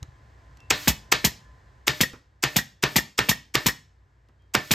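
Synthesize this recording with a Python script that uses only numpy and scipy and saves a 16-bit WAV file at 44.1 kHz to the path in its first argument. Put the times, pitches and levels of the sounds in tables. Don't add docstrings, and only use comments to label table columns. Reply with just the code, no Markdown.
import sys
import numpy as np
from scipy import signal
from scipy.fft import rfft, irfft, next_fast_len
from scipy.io import wavfile
from scipy.ndimage import uniform_filter1d

SR = 44100
rng = np.random.default_rng(int(sys.argv[2]) if len(sys.argv) > 2 else 0)


def to_wav(sig):
    pcm = np.clip(np.atleast_2d(sig), -1, 1) * 32767
    pcm = np.round(pcm).astype(np.int16)
    wavfile.write(sys.argv[1], SR, pcm.T)


N = 209014
EVENT_S = np.arange(SR // 2) / SR

# time_s, blow_db, tilt_db_per_octave, leak_db
STAPLE_SHOTS = [(0.7097, -15, -0.5, -40), (1.1246, -8, 0.5, -49.5), (1.8803, -9, 1.5, -45),
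                (2.4383, -9, 0.4, -47), (2.838, -9, -1.34, -44.5), (3.1902, -9, -0.7, -45.5),
                (3.5539, -9, -0.5, -44.5), (4.551, -7.5, -1.5, -47.5)]
# frequency_hz, level_db
INLET_SPECTRUM = [(100, -30.5), (700, -16.5), (1700, -4), (2500, -1.5), (4000, -4), (5500, -1), (7500, 1.5),
                  (9000, -9), (13000, -11.5), (15500, -3.5)]
BLADE_SPECTRUM = [(80, -14.5), (300, -4), (700, -4), (1500, -1), (2200, -4.5), (3500, -14), (7000, -23.5),
                  (15500, -16.5)]
BLOW_SPECTRUM = [(60, -16.5), (220, 1.5), (450, -4.5), (700, -5.5), (1100, 0.5), (2800, -3), (4500, -6),
                 (7000, -7.5), (8500, -16), (12000, -11.5), (15500, -25)]
# pitch_hz, bandwidth_hz, level_db
NOSE_MODES = [(1130, 990, -4), (2650, 630, 0)]
INLET_LEAD_S, INLET_DB, CLANG_DB = (0.016, 0.0098), (-21.5, -10), (-33, -7)
REBOUND_DELAY_S, REBOUND_DB = (0.0036, 0.0061), (-15.5, -8)
def piston_stroke(s, blow_db, tilt_db):
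    rebound_s, rebound_db = s + posed(REBOUND_DELAY_S, s), posed(REBOUND_DB, s)
    inlet_s = s - posed(INLET_LEAD_S, s)
    steel = colour(BLOW_SPECTRUM)
    inlet = bursts(inlet_s, posed(INLET_DB, s), colour(INLET_SPECTRUM), rise_s=0.0079, t60_s=0.025)
    blade = bursts(s - 0.0048, blow_db - 9.5, colour(BLADE_SPECTRUM), rise_s=0.001, t60_s=0.04, alike=0.1)
    blow = bursts(s - 0.0008, blow_db + 0.5, steel,
                  rise_s=0.00075, t60_s=0.015, alike=0.59, tilt_db=tilt_db)
    rebound = bursts(rebound_s - 0.0005, rebound_db - 8.5, steel,
                     rise_s=0.00044, t60_s=0.011, alike=0.13, tilt_db=tilt_db)
    crack = cracks(s + 0.00016, blow_db + 6.5) + cracks(rebound_s, rebound_db + 3.5)
    clang = bursts(s - 0.0005, posed(CLANG_DB, s), resonances(NOSE_MODES), rise_s=0.0005, t60_s=0.025)
    return inlet + blade + blow + rebound + crack + clang


# pitch_hz, level_db, t60_s
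FRAME_MODES = [(130.7, -7.5, 0.29), (294, -10, 0.5), (380, -2.5, 0.13), (441, -3, 0.17), (522, -5.5, 0.072),
               (608.6, -5.5, 0.33), (1095, -1, 0.1), (1224, -17, 0.043), (1378, -3, .15), (1763, 2.5, 0.3),
               (1836, 7.5, 0.19), (2270, -6.5, .13), (2590, -7, 0.28), (2850, -13.5, .13)]
def frame_ring(scatter_db):
    hz, db, t60_s = np.transpose(FRAME_MODES)[:, :, None]
    decay = amp(db + scatter_db * rng.standard_normal(db.shape) - 60 * EVENT_S / t60_s)
    onset = 1 - np.exp(-EVENT_S / 0.006)
    return np.sum(decay * np.sin(2 * np.pi * hz * EVENT_S), axis=0) * onset


# frequency_hz, level_db
WOOD_SPECTRUM = [(60, -15), (130, 6), (260, -4.5), (450, -3.5), (750, -3), (1200, 0), (2000, 0), (4500, -5),
                 (7000, -14.5), (10000, -25.5), (15500, -28.5)]
FRAME_DB, RATTLE_DELAY_S, BENCH_DB = -25.5, (0.003, 0.0098), (-39, -36)
def wooden_frame(s, blow_db, tilt_db):
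    frame_db = np.full(len(s), FRAME_DB)
    push = thumps(s - 0.0005, blow_db - 13, pitch_hz=386, fall_s=0.033, peak_s=0.0026, width_s=0.0013)
    thud = thumps(s + 0.018, frame_db - 4.5, pitch_hz=140, fall_s=0.16, peak_s=0.002, width_s=0.0076)
    rattle = bursts(s + posed(RATTLE_DELAY_S, s), frame_db + 4, colour(WOOD_SPECTRUM),
                    rise_s=0.0025, t60_s=0.17, alike=0.27, tilt_db=tilt_db)
    ring = placed(s, [amp(db - 7.5) * frame_ring(scatter_db=1.5) for db in frame_db])
    return push + thud + rattle + ring + bench(s + 0.0061, posed(BENCH_DB, s))


def bench(s, level_db):
    return thumps(s + 0.014, level_db, pitch_hz=67.5, fall_s=0.14, peak_s=0.0025, width_s=0.015)


# time_s, jet_db, bench_db
TRIGGER_RELEASES = [(0.8823, -9.5, -24), (1.2512, -11, -31.5), (2.0138, -11.5, -38.5), (2.5679, -11.5, -39),
                    (2.9665, -10.5, -36.5), (3.2952, -11, -38.5), (3.668, -11.5, -38), (4.7168, -11.5, -40)]
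# frequency_hz, level_db
VALVE_SPECTRUM = [(100, -17), (280, -2.5), (520, -1), (900, -13.5), (1700, -2), (2700, -7), (4000, -11.5),
                  (8000, -25.5), (15500, -24)]
JET_SPECTRUM = [(100, -21.5), (450, -9), (700, -7.5), (1000, 1.5), (1400, -9.5), (2200, 0), (3600, 0.5),
                (4800, -1.5), (7000, -1), (8500, -6), (11000, -4), (13000, -3.5), (15500, -4.5)]
# pitch_hz, bandwidth_hz, level_db
HOUSING_MODES = [(1210, 40, -15), (1860, 73, 7), (1930, 150, -4.5), (2760, 45, -21), (3360, 38, -11.5),
                 (3420, 64, -12), (4710, 17, -23), (5380, 36, -4.5), (7360, 120, -20.5)]
RETURN_DELAY_S, RETURN_DB = 0.015, (-19, -27)
def exhaust():
    s, jet_db, bench_db = np.transpose(TRIGGER_RELEASES)
    return_s, return_db = s + RETURN_DELAY_S, posed(RETURN_DB, s)
    click = colour(VALVE_SPECTRUM)
    valve = bursts(s - 0.008, jet_db - 4.4, click, rise_s=0.0004, t60_s=0.022, alike=0.3)
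    jet = bursts(s - 0.0052, jet_db, colour(JET_SPECTRUM), rise_s=0.0024, t60_s=0.096)
    puff = thumps(s, jet_db - 3.9, pitch_hz=204.2, fall_s=0.015, peak_s=0.0023, width_s=0.0032)
    stop = thumps(s + 0.0203, jet_db - 11.4, pitch_hz=206, fall_s=0.045, peak_s=0.0024, width_s=0.0017)
    clack = bursts(return_s, return_db - 2, click, rise_s=0.0019, t60_s=0.049, alike=0.1)
    ring = bursts(return_s, return_db - 0.5, resonances(HOUSING_MODES),
                  rise_s=0.0054, t60_s=0.08, alike=0.049)
    return valve + jet + puff + stop + clack + ring + bench(s + 0.0039, bench_db)


# pitch_hz, bandwidth_hz, level_db
RASP_BANDS = [(3000, 700, -6.5), (4190, 1200, -0.5)]
RASP_DB = (-44.5, -31.5)
def driver_rasp(s):
    whistle = lambda hz: resonances(RASP_BANDS)(hz) ** 2
    return bursts(s + 0.018, posed(RASP_DB, s), whistle, rise_s=0.005, t60_s=0.26)


# frequency_hz, level_db
LEAK_SPECTRUM = [(200, -23.5), (1500, 3), (4500, 1), (7000, -1.5), (9000, -6), (15500, -4)]
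def seal_leak(s, leak_db):
    held_s = np.transpose(TRIGGER_RELEASES)[0] - s
    swells = [amp(db + np.linspace(-2.5, 1.5, round(hold * SR))) for db, hold in zip(leak_db, held_s)]
    return uniform_filter1d(placed(s, swells), size=200) * noise(colour(LEAK_SPECTRUM), N)


# time_s, tick_db, knock_db
HANDLING_TAPS = [(.028, -36, -52), (.571, -49, -66), (.603, -52.5, -77.5), (2.13, -47.5, -39.5),
                 (4.286, -61, -60.5), (4.421, -68, -68.5)]
# frequency_hz, level_db
TICK_SPECTRUM = [(300, -5.5), (1400, -4.5), (2200, -3), (6000, -1), (9000, -10.5), (15500, -18)]
KNOCK_SPECTRUM = [(80, -1), (350, 4), (700, -12.5), (1300, -2.5), (2500, -17.5), (8000, -38.5)]
# time_s, level_db
SOFT_BUMPS = [(.026, -27.5), (0.086, -37)]
# start_s, pitch_hz, level_db
WHISTLES = [(0.589, 2690, -57.5), (1.442, 1724, -61.5), (4.39, 3210, -73)]
def handling(swell_s=0.026):
    s, tick_db, knock_db = np.transpose(HANDLING_TAPS)
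    ticks = bursts(s, tick_db, colour(TICK_SPECTRUM), rise_s=0.001, t60_s=0.015)
    knocks = bursts(s, knock_db, colour(KNOCK_SPECTRUM), rise_s=0.0057, t60_s=0.14)
    bumps = thumps(*np.transpose(SOFT_BUMPS), pitch_hz=102, fall_s=0.039, peak_s=0.0035, width_s=0.0035)
    swell = EVENT_S / swell_s * np.exp(1 - EVENT_S / swell_s)
    tones = [amp(db) * swell * np.sin(2 * np.pi * hz * EVENT_S) for _, hz, db in WHISTLES]
    return ticks + knocks + bumps + placed(np.transpose(WHISTLES)[0], tones)


# time_s, end_on_fraction
TOOL_POSE = [(1.25, 0.87), (1.5, 0.29), (2.4, 0.016)]
def posed(pair, s):
    side_on, end_on = pair
    return side_on + (end_on - side_on) * curve(TOOL_POSE, s)


def early_reflections(x, t60_s=0.0083):
    step = SR // 8
    t = EVENT_S[:SR // 20]
    starts = np.arange(0, N, step)
    paths = rng.standard_normal((len(starts), len(t))) * amp(-60 * t / t60_s)
    echoes = [signal.fftconvolve(x[i:i + step], p / np.linalg.norm(p)) for i, p in zip(starts, paths)]
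    return placed(starts / SR, echoes)


# frequency_hz, t60_s
ROOM_DECAY = [(100, 0.44), (400, 0.26), (2000, 0.3), (5000, 0.36), (8000, 0.32), (15000, 0.23)]
# frequency_hz, gain_db
ROOM_SPECTRUM = [(70, -15.5), (110, -3), (200, -6), (600, -0.5), (2000, -3.5), (4500, -5.5), (8000, -8.5),
                 (15000, -11)]
def room(x, build_s=0.014):
    out = np.zeros(N + SR)
    step = SR // 4
    for start in range(0, N, step):
        hz, t, spectra = signal.stft(rng.standard_normal(SR // 2), SR, nperseg=256)
        decay = amp(-60 * t / along(ROOM_DECAY, hz)[:, None])
        _, tail = signal.istft(spectra * decay, SR, nperseg=256)
        tail *= np.clip(np.arange(len(tail)) / SR / build_s, 0, 1) ** 2
        wet = signal.fftconvolve(x[start:start + step], tail / np.linalg.norm(tail))
        out[start:start + len(wet)] += wet
    return filtered(out[:N], colour(ROOM_SPECTRUM))


# time_s, level_db
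BACKGROUND_LEVELS = [(0, -61.5), (1.2, -58.5), (1.8, -62.5), (2.3, -70), (4.74, -70.5)]
# time_s, level_db
HUM_LEVELS = [(3.8, -67.5), (4.3, -59), (4.74, -63)]
# frequency_hz, level_db
RUMBLE_SPECTRUM = [(20, -19), (40, -14.5), (60, 12.5), (80, -1), (120, 2.5), (140, -1.5), (170, -20),
                   (300, -26), (660, -67)]
BROADBAND_SPECTRUM = [(90, -23.5), (180, -7), (330, -8.5), (550, -8.5), (1000, -8.5), (1300, -11.5),
                      (1750, -7.5), (2450, -20.5), (5000, -25), (8000, -30), (11000, -41.5), (15000, -42.5)]
ROOM_TONE_SPECTRUM = [(100, -11.5), (220, -3.5), (380, 0.5), (600, -5), (1000, -13), (1800, -11),
                      (3000, -23), (12000, -45)]
def workshop():
    t = np.arange(N) / SR
    background_db = curve(BACKGROUND_LEVELS, t)
    change_db = background_db - background_db.mean()
    rumble = amp(-57.5 + 0.91 * change_db) * noise(colour(RUMBLE_SPECTRUM), N)
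    broadband = amp(background_db) * noise(colour(BROADBAND_SPECTRUM), N)
    hum = amp(curve(HUM_LEVELS, t)) * narrowband(pitch_hz=92.5, width_hz=3)
    whine = amp(-77 + 1.6 * change_db) * narrowband(pitch_hz=1022, width_hz=6)
    room_tone = amp(-77) * noise(colour(ROOM_TONE_SPECTRUM), N)
    return rumble + broadband + hum + whine + room_tone


def bursts(times, level_db, response, rise_s, t60_s, alike=0, tilt_db=0):
    repeated = np.sqrt(alike) * rng.standard_normal(len(EVENT_S))
    fresh = np.sqrt(1 - alike) * rng.standard_normal((len(times), len(EVENT_S)))
    tilt = lambda hz: amp(np.reshape(tilt_db, (-1, 1)) * np.log2((hz + 200) / 2500))
    grain = unit(filtered(repeated + fresh, lambda hz: response(hz) * tilt(hz)))
    attack = np.minimum(EVENT_S / rise_s, 1) ** 2
    decay = amp(-60 * np.maximum(EVENT_S - rise_s, 0) / t60_s)
    return placed(times, amp(level_db)[:, None] * grain * attack * decay)


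def thumps(times, level_db, pitch_hz, fall_s, peak_s, width_s):
    lead_s = 0.02
    t = EVENT_S - lead_s
    swing = np.cos(2 * np.pi * pitch_hz * fall_s * (1 - np.exp(-t / fall_s)))
    pulse = swing / np.cosh(np.clip((t - peak_s) / width_s, -20, 20))
    return placed(times - lead_s, amp(level_db)[:, None] * pulse)


def cracks(times, level_db, width_s=0.00007):
    u = EVENT_S / width_s
    return placed(times, -amp(level_db)[:, None] * (1 - u) * np.exp(-u))


def resonances(modes):
    return lambda hz: sum((-1) ** k * amp(db) * 1j * hz * width / (pitch**2 - hz**2 + 1j * hz * width)
                          for k, (pitch, width, db) in enumerate(modes))


def narrowband(pitch_hz, width_hz):
    return noise(lambda hz: resonances([(pitch_hz, width_hz, 0)])(hz) ** 2, N)


def noise(response, shape):
    return unit(filtered(rng.standard_normal(shape), response))


def filtered(x, response):
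    n = x.shape[-1]
    padded = next_fast_len(n + SR // 4)
    return irfft(rfft(x, padded) * response(np.fft.rfftfreq(padded, 1 / SR)), padded)[..., :n]


def placed(times, sounds):
    out = np.zeros(N + SR)
    for s, sound in zip(times, sounds):
        out[max(round(s * SR), 0):][:len(sound)] += sound
    return out[:N]


def colour(points):
    return lambda hz: amp(along(points, hz))


def along(points, hz):
    frequencies, values = np.transpose(points)
    return np.interp(np.log(hz + 1), np.log(frequencies), values)


def curve(points, s):
    return np.interp(s, *np.transpose(points))


def amp(db):
    return 10 ** (np.asarray(db) / 20)


def unit(x):
    return x / np.sqrt(np.mean(x ** 2) + 1e-20)


# frequency_hz, ratio_db
SIDE_RATIO = [(140, -23), (500, -7), (1100, -1), (1500, 1.5), (1900, -6), (4500, -28.5), (5700, -4),
              (7000, -18), (8500, -33), (15000, -15.5)]
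def ports(front, sides, spread_db):
    spread = lambda hz: amp(along(SIDE_RATIO, hz) + spread_db)
    mid = filtered(front, lambda hz: 1 / np.hypot(1, spread(hz)))
    side = filtered(sides, lambda hz: spread(hz) / np.hypot(1, spread(hz)))
    return np.array([mid + side, mid - side])


def scene():
    s, blow_db, tilt_db, leak_db = np.transpose(STAPLE_SHOTS)
    shots = piston_stroke(s, blow_db, tilt_db) + driver_rasp(s) + wooden_frame(s, blow_db, tilt_db)
    tool = shots + exhaust() + seal_leak(s, leak_db) + handling()
    front, sides = [amp(-12.5) * room(tool) + workshop() for _ in range(2)]
    return ports(tool, early_reflections(tool), spread_db=-5.5) + ports(front, sides, spread_db=0)


# frequency_hz, left_lead_rad
PORT_LEAD = [(100, 0), (1900, 0), (2900, .4), (4000, .05), (7200, -.2), (8700, -1.6), (9900, -3.14),
             (11300, -4.5), (12800, -6.28), (14300, -7.7), (15800, -9.4)]
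PEAK_LIMIT, TOP_HZ = 0.88, 15950
def record(dry):
    phase_shift = lambda hz: np.exp(0.5j * np.outer([1, -1], along(PORT_LEAD, hz)))
    shifted = filtered(dry, phase_shift)
    rounded = shifted / (1 + np.abs(shifted / PEAK_LIMIT) ** 6) ** (1 / 6)
    return filtered(rounded, lambda hz: 1 / np.sqrt(1 + (hz / TOP_HZ) ** 260))


dry = scene()
out = record(dry)
to_wav(out)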